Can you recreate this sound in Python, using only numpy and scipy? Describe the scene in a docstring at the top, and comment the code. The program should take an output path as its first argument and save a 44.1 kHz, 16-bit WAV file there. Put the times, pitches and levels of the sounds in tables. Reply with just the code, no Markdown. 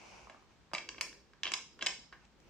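"""A table in a small hard room: hands pull apart the two halves of a hard plastic case, heard close in stereo.
Catches and edges click: each click is a blow plus decaying random slips, ringing the modes of the shell.
Filtered slips give the early rubbing and a late faint shuffle; low filtered noise gives the rumble of hands
and table. Noise tails, fading band by band, answer the clicks; filtered noise makes the quiet floor."""
import sys
import numpy as np
from scipy import signal
from scipy.fft import rfft, irfft
from scipy.io import wavfile
from scipy.ndimage import uniform_filter1d

SR = 44100
rng = np.random.default_rng(int(sys.argv[2]) if len(sys.argv) > 2 else 0)


def persist_wave(psi):
    """Save psi, clipped to +-1, as 16-bit WAV."""
    counts = np.round(np.clip(psi, -1, 1) * 32767).astype(np.int16)
    wavfile.write(sys.argv[1], SR, np.atleast_2d(counts).T)


def voltage_ratio(decibels):
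    """Convert decibels (scalar or array-like) to amplitude ratios, 20 dB per decade."""
    exponent = np.asarray(decibels, float) / 20
    return 10 ** exponent


N = 110029
WAYS = np.array([[1], [-1]])  # sign of the side signal, left and right


def on_log(table, hz):
    """Read a (f/Hz, level/dB) table on a log-frequency axis."""
    table = np.array(table, float)
    return np.interp(np.log(np.maximum(hz, 1)), np.log(table[:, 0]), table[:, 1])


def unit(x):
    """Scale to rms 1."""
    return x / np.sqrt(np.mean(x ** 2))


def colour(x, *tables):
    """Filter a signal by the sum of some (f/Hz, level/dB) tables."""
    hz = np.arange(len(x) // 2 + 1) * SR / len(x)
    gain_db = sum(on_log(table, hz) for table in tables)
    return irfft(rfft(x) * voltage_ratio(gain_db), len(x))


def curve(rows):
    """Gain over time from (t/s, level/dB) rows, silent outside them."""
    rows = np.array(rows, float)
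    t = np.arange(N) / SR
    return voltage_ratio(np.interp(t, rows[:, 0], rows[:, 1], left=-200, right=-200))


def grains(chance, per_s, spread_db):
    """Sparse impulses of uneven size and sign from two rows of uniform chance."""
    size = voltage_ratio(-spread_db * np.log(1 - chance[1]))
    struck = chance[0] < per_s / SR
    sign = np.sign(chance[0] * SR / per_s - .5)
    return size * struck * sign


# floor spectrum: [f/Hz, relative level/dB per Hz]
FLOOR_COLOUR = [(15, -31.5), (30, -19), (55, 6.5), (85, -8.5), (130, -4), (220, -3.5), (400, -21.5),
                (800, -13), (1600, -17), (3200, -22), (6500, -28.5), (8300, -34.5), (9500, -47),
                (14500, -49.5), (16000, -93)]
# floor width: [f/Hz, side minus mid/dB]
FLOOR_WIDTH = [(60, -4.5), (110, -7), (200, -7), (380, -8.5), (700, -6.5), (1290, -4.5), (2380, -4),
               (4400, 1), (8120, -2), (15000, 4)]
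FLOOR_DB, FLOOR_WALK_DB, FLOOR_WALK_HZ = -67.5, .7, 3


def floor():
    """Quiet room tone: coloured noise whose level wanders slowly, wider in the treble than in the bass."""
    steps = np.repeat(rng.standard_normal(N // 100 + 1), 100)[:N]
    walk = uniform_filter1d(steps, int(SR / FLOOR_WALK_HZ))
    mid = colour(rng.standard_normal(N), FLOOR_COLOUR)
    side = colour(rng.standard_normal(N), FLOOR_COLOUR, FLOOR_WIDTH)
    scale = voltage_ratio(FLOOR_DB + FLOOR_WALK_DB * unit(walk)) / np.sqrt(np.mean(mid ** 2))
    return scale * (mid + side * WAYS)


# low rumble of hands and table: [t/s, level/dB]
RUMBLE_LEVEL = [(0, -68), (.35, -72), (.7, -77), (.76, -63.5), (1.07, -62), (1.2, -69), (1.39, -79),
                (1.48, -59.5), (1.7, -74), (1.87, -58), (2.1, -79.5), (2.135, -65), (2.23, -78),
                (2.5, -65.5)]
# rumble spectrum: [f/Hz, relative level/dB per Hz]
RUMBLE_TINT = [(15, -25), (30, -1), (55, -7), (120, -7.5), (200, -8.5), (350, 1), (550, -4.5), (900, -41.5)]
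RUMBLE_SIDE_DB = -8.5


def rumble():
    """Low noise that swells while the hands work."""
    mid = unit(colour(rng.standard_normal(N), RUMBLE_TINT))
    side = unit(colour(rng.standard_normal(N), RUMBLE_TINT))
    return curve(RUMBLE_LEVEL) * (mid + voltage_ratio(RUMBLE_SIDE_DB) * side * WAYS)


# room tail by band: [f/Hz, level/dB, t60/s, side re mid/dB, L-R/dB]
ROOM_BANDS = [(245, -48, 0.41, -24, 27), (513, -1.5, 0.36, -8, 1), (1050, -0.5, 0.29, -16, -1.5),
              (2160, -4, 0.35, -4.5, 0), (3970, -10, 0.45, -0.5, -2), (5600, -5, 0.43, 0., -2),
              (7860, -9.5, 0.34, 1.5, 8.5), (12000, -7, 0.31, 1, -2)]
ROOM_GAP_MS, ROOM_BUILD_MS = 2.1, 1.33


def room(x):
    """Dense reflections of the left channel: noise that builds up fast and dies band by band."""
    t = np.arange(SR // 2) / SR
    build = 1 - np.exp(-np.maximum(t - ROOM_GAP_MS / 1000, 0) / (ROOM_BUILD_MS / 1000))
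    hz = np.arange(len(t) // 2 + 1) * SR / len(t)
    centres = np.log([row[0] for row in ROOM_BANDS])
    noise = rfft(rng.standard_normal((2, len(t))))
    tail = 0
    for k, (_, db, t60, side_db, lr_db) in enumerate(ROOM_BANDS):
        band = np.interp(np.log(hz + 1), centres, np.arange(len(ROOM_BANDS)) == k)
        mid, side = irfft(noise * band, len(t))
        # normalised by decay energy
        fade = build * voltage_ratio(-60 * t / t60) / np.sqrt(t60 * SR / (2 * np.log(1000)))
        tail = tail + voltage_ratio(db + WAYS * lr_db / 2) * fade * (mid + voltage_ratio(side_db) * side * WAYS)
    return signal.fftconvolve(x[:1], tail, axes=1)[:, :N]


RISE_CYCLES = 0.56


def modes(table, gain, seconds):
    """Left and right ring of modes after one blow; each swells over about a cycle, then dies exponentially."""
    hz, db, t60, lr_db, lead = table.T[:, :, None]
    t = np.arange(int(seconds * SR)) / SR
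    rise = (1 - np.exp(-t * hz / RISE_CYCLES)) ** 2
    fade = gain * voltage_ratio(db - 60 * t / np.maximum(t60, .002)) * rise
    ears = []
    for way in (1, -1):
        wave = np.sin(2 * np.pi * hz * t + way * lead / 2)
        ears.append((fade * voltage_ratio(way * lr_db / 2) * wave).sum(axis=0))
    return np.array(ears)


# main shell modes: [nominal f/Hz, relative level/dB, t60/s, L-R/dB, left lead/rad]
SHELL_MODES = [(192, -19.5, 0.065, -0.5, -0.5), (340, -10.5, 0.031, -0.5, -7), (592.6, 0.5, 0.01, 0, 0.),
               (1068, 1, 0.0096, -1.5, -1.5), (1650, 0, 0.0092, -2.5, 0.8), (2280, -4, 0.015, -2, 0.58),
               (2777, -2, 0.0093, 0.5, -.4), (3068, -0.5, 0.013, -1.5, 1.5), (3910, -4.5, 0.0072, -1, 0.4),
               (4880, -3, 0.017, -1.5, 2), (5437, -8.5, 0.04, 7.5, -1.5), (6100, -8.5, 0.017, -1.5, -1.5),
               (7270, -5.5, 0.0081, 5.5, 2), (7474, -9, .007, 7, 0.45)]
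# early rubbing: [t/s, level/dB]
RUB_LEVEL = [(0, -57.5), (.08, -56), (.15, -55.5), (.25, -60), (.28, -63.5), (.35, -66.5), (.38, -70),
             (.43, -71), (.47, -79), (.52, -70), (.58, -82), (.7, -97)]
# faint shuffle as the lid comes free: [t/s, level/dB]
SHUFFLE_LEVEL = [(2.15, -81.5), (2.22, -73), (2.25, -67), (2.29, -92.5), (2.37, -84), (2.41, -74.5),
                 (2.5, -68.5)]
# rubbing filter: [f/Hz, relative gain/dB]
RUB_TINT = [(120, -30), (200, 1.5), (248, -10.5), (363, -1.5), (390, -19.5), (485, -4.5), (683, -1),
            (880, 0.5), (1850, -13), (2380, -0.5), (3670, -16.5), (5970, -10), (15000, -52)]
RUB_RING_DB, RUB_GRAIN_DB, RUB_GRAINS_PER_S, RUB_SIDE_DB = -19, 1, 9000, -3


def rubbing():
    """Dense small slips hiss and ring the shell while skin and table slide on it."""
    slips = grains(rng.random((2, N)), RUB_GRAINS_PER_S, RUB_GRAIN_DB)
    side = grains(rng.random((2, N)), RUB_GRAINS_PER_S, RUB_GRAIN_DB)
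    impulse = modes(np.array(SHELL_MODES, float), 0.94, .05)
    rings = signal.fftconvolve(impulse, slips[None], axes=1)[:, :N]
    both = unit(slips) + voltage_ratio(RUB_SIDE_DB) * unit(side) * WAYS + voltage_ratio(RUB_RING_DB) * unit(rings)
    hiss = unit(np.array([colour(c, RUB_TINT) for c in both]))
    return hiss * (curve(RUB_LEVEL) + curve(SHUFFLE_LEVEL))


MINOR_COUNT, MINOR_LOW_HZ, MINOR_HIGH_HZ = 44, 500, 8300
MINOR_T60_S, MINOR_DB, GRIP_DETUNE = .007, 2.5, .015  # detune: largest fraction of f


def held_shell(chance):
    """Modes under one grip: main ones shifted a little, minor ones scattered between them."""
    main = np.array(SHELL_MODES, float)
    place = (np.arange(MINOR_COUNT) + chance[:MINOR_COUNT] / 2) / MINOR_COUNT
    hz = MINOR_LOW_HZ * (MINOR_HIGH_HZ / MINOR_LOW_HZ) ** place
    minor = np.array([hz] + [np.interp(hz, main[:, 0], col) for col in main.T[1:]]).T
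    minor[:, 1] += MINOR_DB
    minor[:, 2] = MINOR_T60_S
    main[:, 0] *= 1 + GRIP_DETUNE * (2 * chance[-len(main):] - 1)
    return np.vstack([main, minor])


# catches and edges: [t/s, level before CLICK_DB/dB, tilt centre f/Hz, fall below it/dB per octave,
# fall above it/dB per octave, rattle decay/ms, contact tick re level/dB]; a negative fall is a rise
CLICK_EVENTS = [(0.271, -43.5, 1040, -2, 22, 0.73, -40), (0.297, -37, 1030, 1, 5.5, 4, -45),
                (0.345, -48, 1050, 6, 27, 3.2, -36), (0.424, -55, 1170, 12, 43, 0.5, -25),
                (0.506, -59, 1590, -6, 23, 1.8, -41), (0.715, -47, 716, 23, 11, 4.5, -40),
                (0.734, -22, 1180, -1.5, 8.5, 2, -38), (0.739, -34.5, 4750, 3.5, 3, 9, -24),
                (0.7488, -22.5, 2280.0, 45, 7, 2.1, -52), (0.758, -31.5, 2330, 8, 14, 3.2, -52),
                (0.767, -52, 2280.0, 6.0, 17, 2.2, -38), (0.781, -27.5, 2290, 7, 10, 3.1, -52),
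                (0.889, -26.5, 2190, 9.0, 6, 1.9, -44), (0.945, -44, 2190, 0.5, 24, 2.2, -46),
                (0.981, -37, 2320, 1, 13.0, 4.5, -55), (1.01, -19, 2220, 8, 3, 2.5, -21.5),
                (1.03, -40, 2170.0, -2, 27, 2.4, -40), (1.128, -42, 1820, 2, 16, 0.53, -39),
                (1.268, -86, 1080, 7, 8, 1.5, -35), (1.334, -47, 1650, 9.5, 8.5, 0.81, -46),
                (1.433, -18.5, 3460, 7, 12, 1.9, -44), (1.443, -31.0, 3140, 6, 28, 10, -32),
                (1.454, -24.0, 3250, 3.5, 26, 3, -53), (1.467, -24.5, 3220, 2.5, 22, 2.8, -53),
                (1.475, -29.5, 2790, 26, 11.5, 8.7, -52), (1.5181, -22.5, 1630, -2, 0, 2.7, -41),
                (1.537, -17.5, 3010, 7.5, 5.5, 3, -30.5), (1.791, -39.5, 1440, 6.5, 7.0, 2.9, -53),
                (1.81, -32.5, 3050, 7.5, 17, 9, -62), (1.82, -34, 3170, 0, 18, 3.6, -54),
                (1.8242, -20.0, 3240, 0.5, 5, 2.56, -47), (1.862, -21, 3330, 5, 3, 3.3, -39),
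                (1.866, -18, 2280, 2, 1.5, 1.4, -39), (1.868, -18.5, 2170, 35, 4.5, 2.8, -36),
                (1.89, -42.5, 2280.0, -6, 7, 0.73, -47), (2.125, -40.5, 1690, 8.5, 11.5, 11, -54),
                (2.251, -54, 1120, -0.5, -1, 2.3, -35), (2.401, -57.0, 1040, -1, -3.5, 0.78, -22)]
# contact tick spectrum: [f/Hz, relative gain/dB]
TICK_TINT = [(7000, -19), (8500, 4.5), (11000, 0), (14800, -15), (15400, -28), (17000, -52)]
CLICK_DB, BLOW_SCATTER_DB = -1, 1.5
RATTLE_DB, RATTLE_PER_S, SLIP_SPREAD_DB = -11, 6000, 1.5
BOOST_DB, BOOST_OCTAVES = 4, .12  # small boost at the tilt centre
RING_LOWPASS_HZ, TICK_MS = 9070, 3.8  # steep lowpass on the ring; tick noise is added after it


def clicks():
    """One blow and a fading rattle of slips; mode levels tilt either side of a centre, with a small boost there."""
    span = SR // 10
    age_ms = np.arange(span) / SR * 1000
    out = np.zeros((2, N + 2 * span))
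    lowpass = signal.butter(10, RING_LOWPASS_HZ, fs=SR, output="sos")
    chances = rng.random(size=(len(CLICK_EVENTS), 4, span))
    hiss = rng.standard_normal((len(CLICK_EVENTS), 2, span))
    for event, chance, noise in zip(CLICK_EVENTS, chances, hiss):
        s, db, centre_hz, below_db, above_db, ms, tick_db = event
        slips = grains(chance, RATTLE_PER_S, SLIP_SPREAD_DB)
        rattle = voltage_ratio(RATTLE_DB) * slips * np.exp(-age_ms / max(ms, .2))
        rattle[0] = 1  # the blow
        shell = held_shell(chance[2])
        off = np.log2(shell[:, :1] / centre_hz)  # octaves from the tilt centre
        scatter = 2 * chance[3, :len(off), None] - 1
        sign = (-1) ** np.arange(len(off))[:, None]
        tilt_db = np.where(off < 0, below_db * off, -above_db * off)
        boost_db = BOOST_DB * np.exp(-(off / BOOST_OCTAVES) ** 2)
        gain = sign * voltage_ratio(tilt_db + BLOW_SCATTER_DB * scatter + boost_db)
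        ring = signal.fftconvolve(modes(shell, gain, span / SR), rattle[None], axes=1)
        click = signal.sosfilt(lowpass, ring)
        click *= voltage_ratio(CLICK_DB) / np.abs(click.mean(axis=0)).max()
        tick = unit(np.array([colour(c, TICK_TINT) for c in noise])) * np.exp(-age_ms / TICK_MS)
        click[:, :span] += voltage_ratio(tick_db) * tick
        i = int(s * SR)
        out[:, i:i + click.shape[1]] += click * voltage_ratio(db)
    return out[:, :N]


def scene():
    """Floor, rumble and rubbing under the clicks and their room tail."""
    near = clicks()
    return floor() + rumble() + rubbing() + room(near) + near


def roll_off(x):
    """The treble ends steeply here."""
    return signal.sosfilt(signal.butter(12, 16370, fs=SR, output="sos"), x)


def record(dry):
    """Turn the finished mix into the output."""
    return roll_off(dry)


dry = scene()
out = record(dry)
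persist_wave(out)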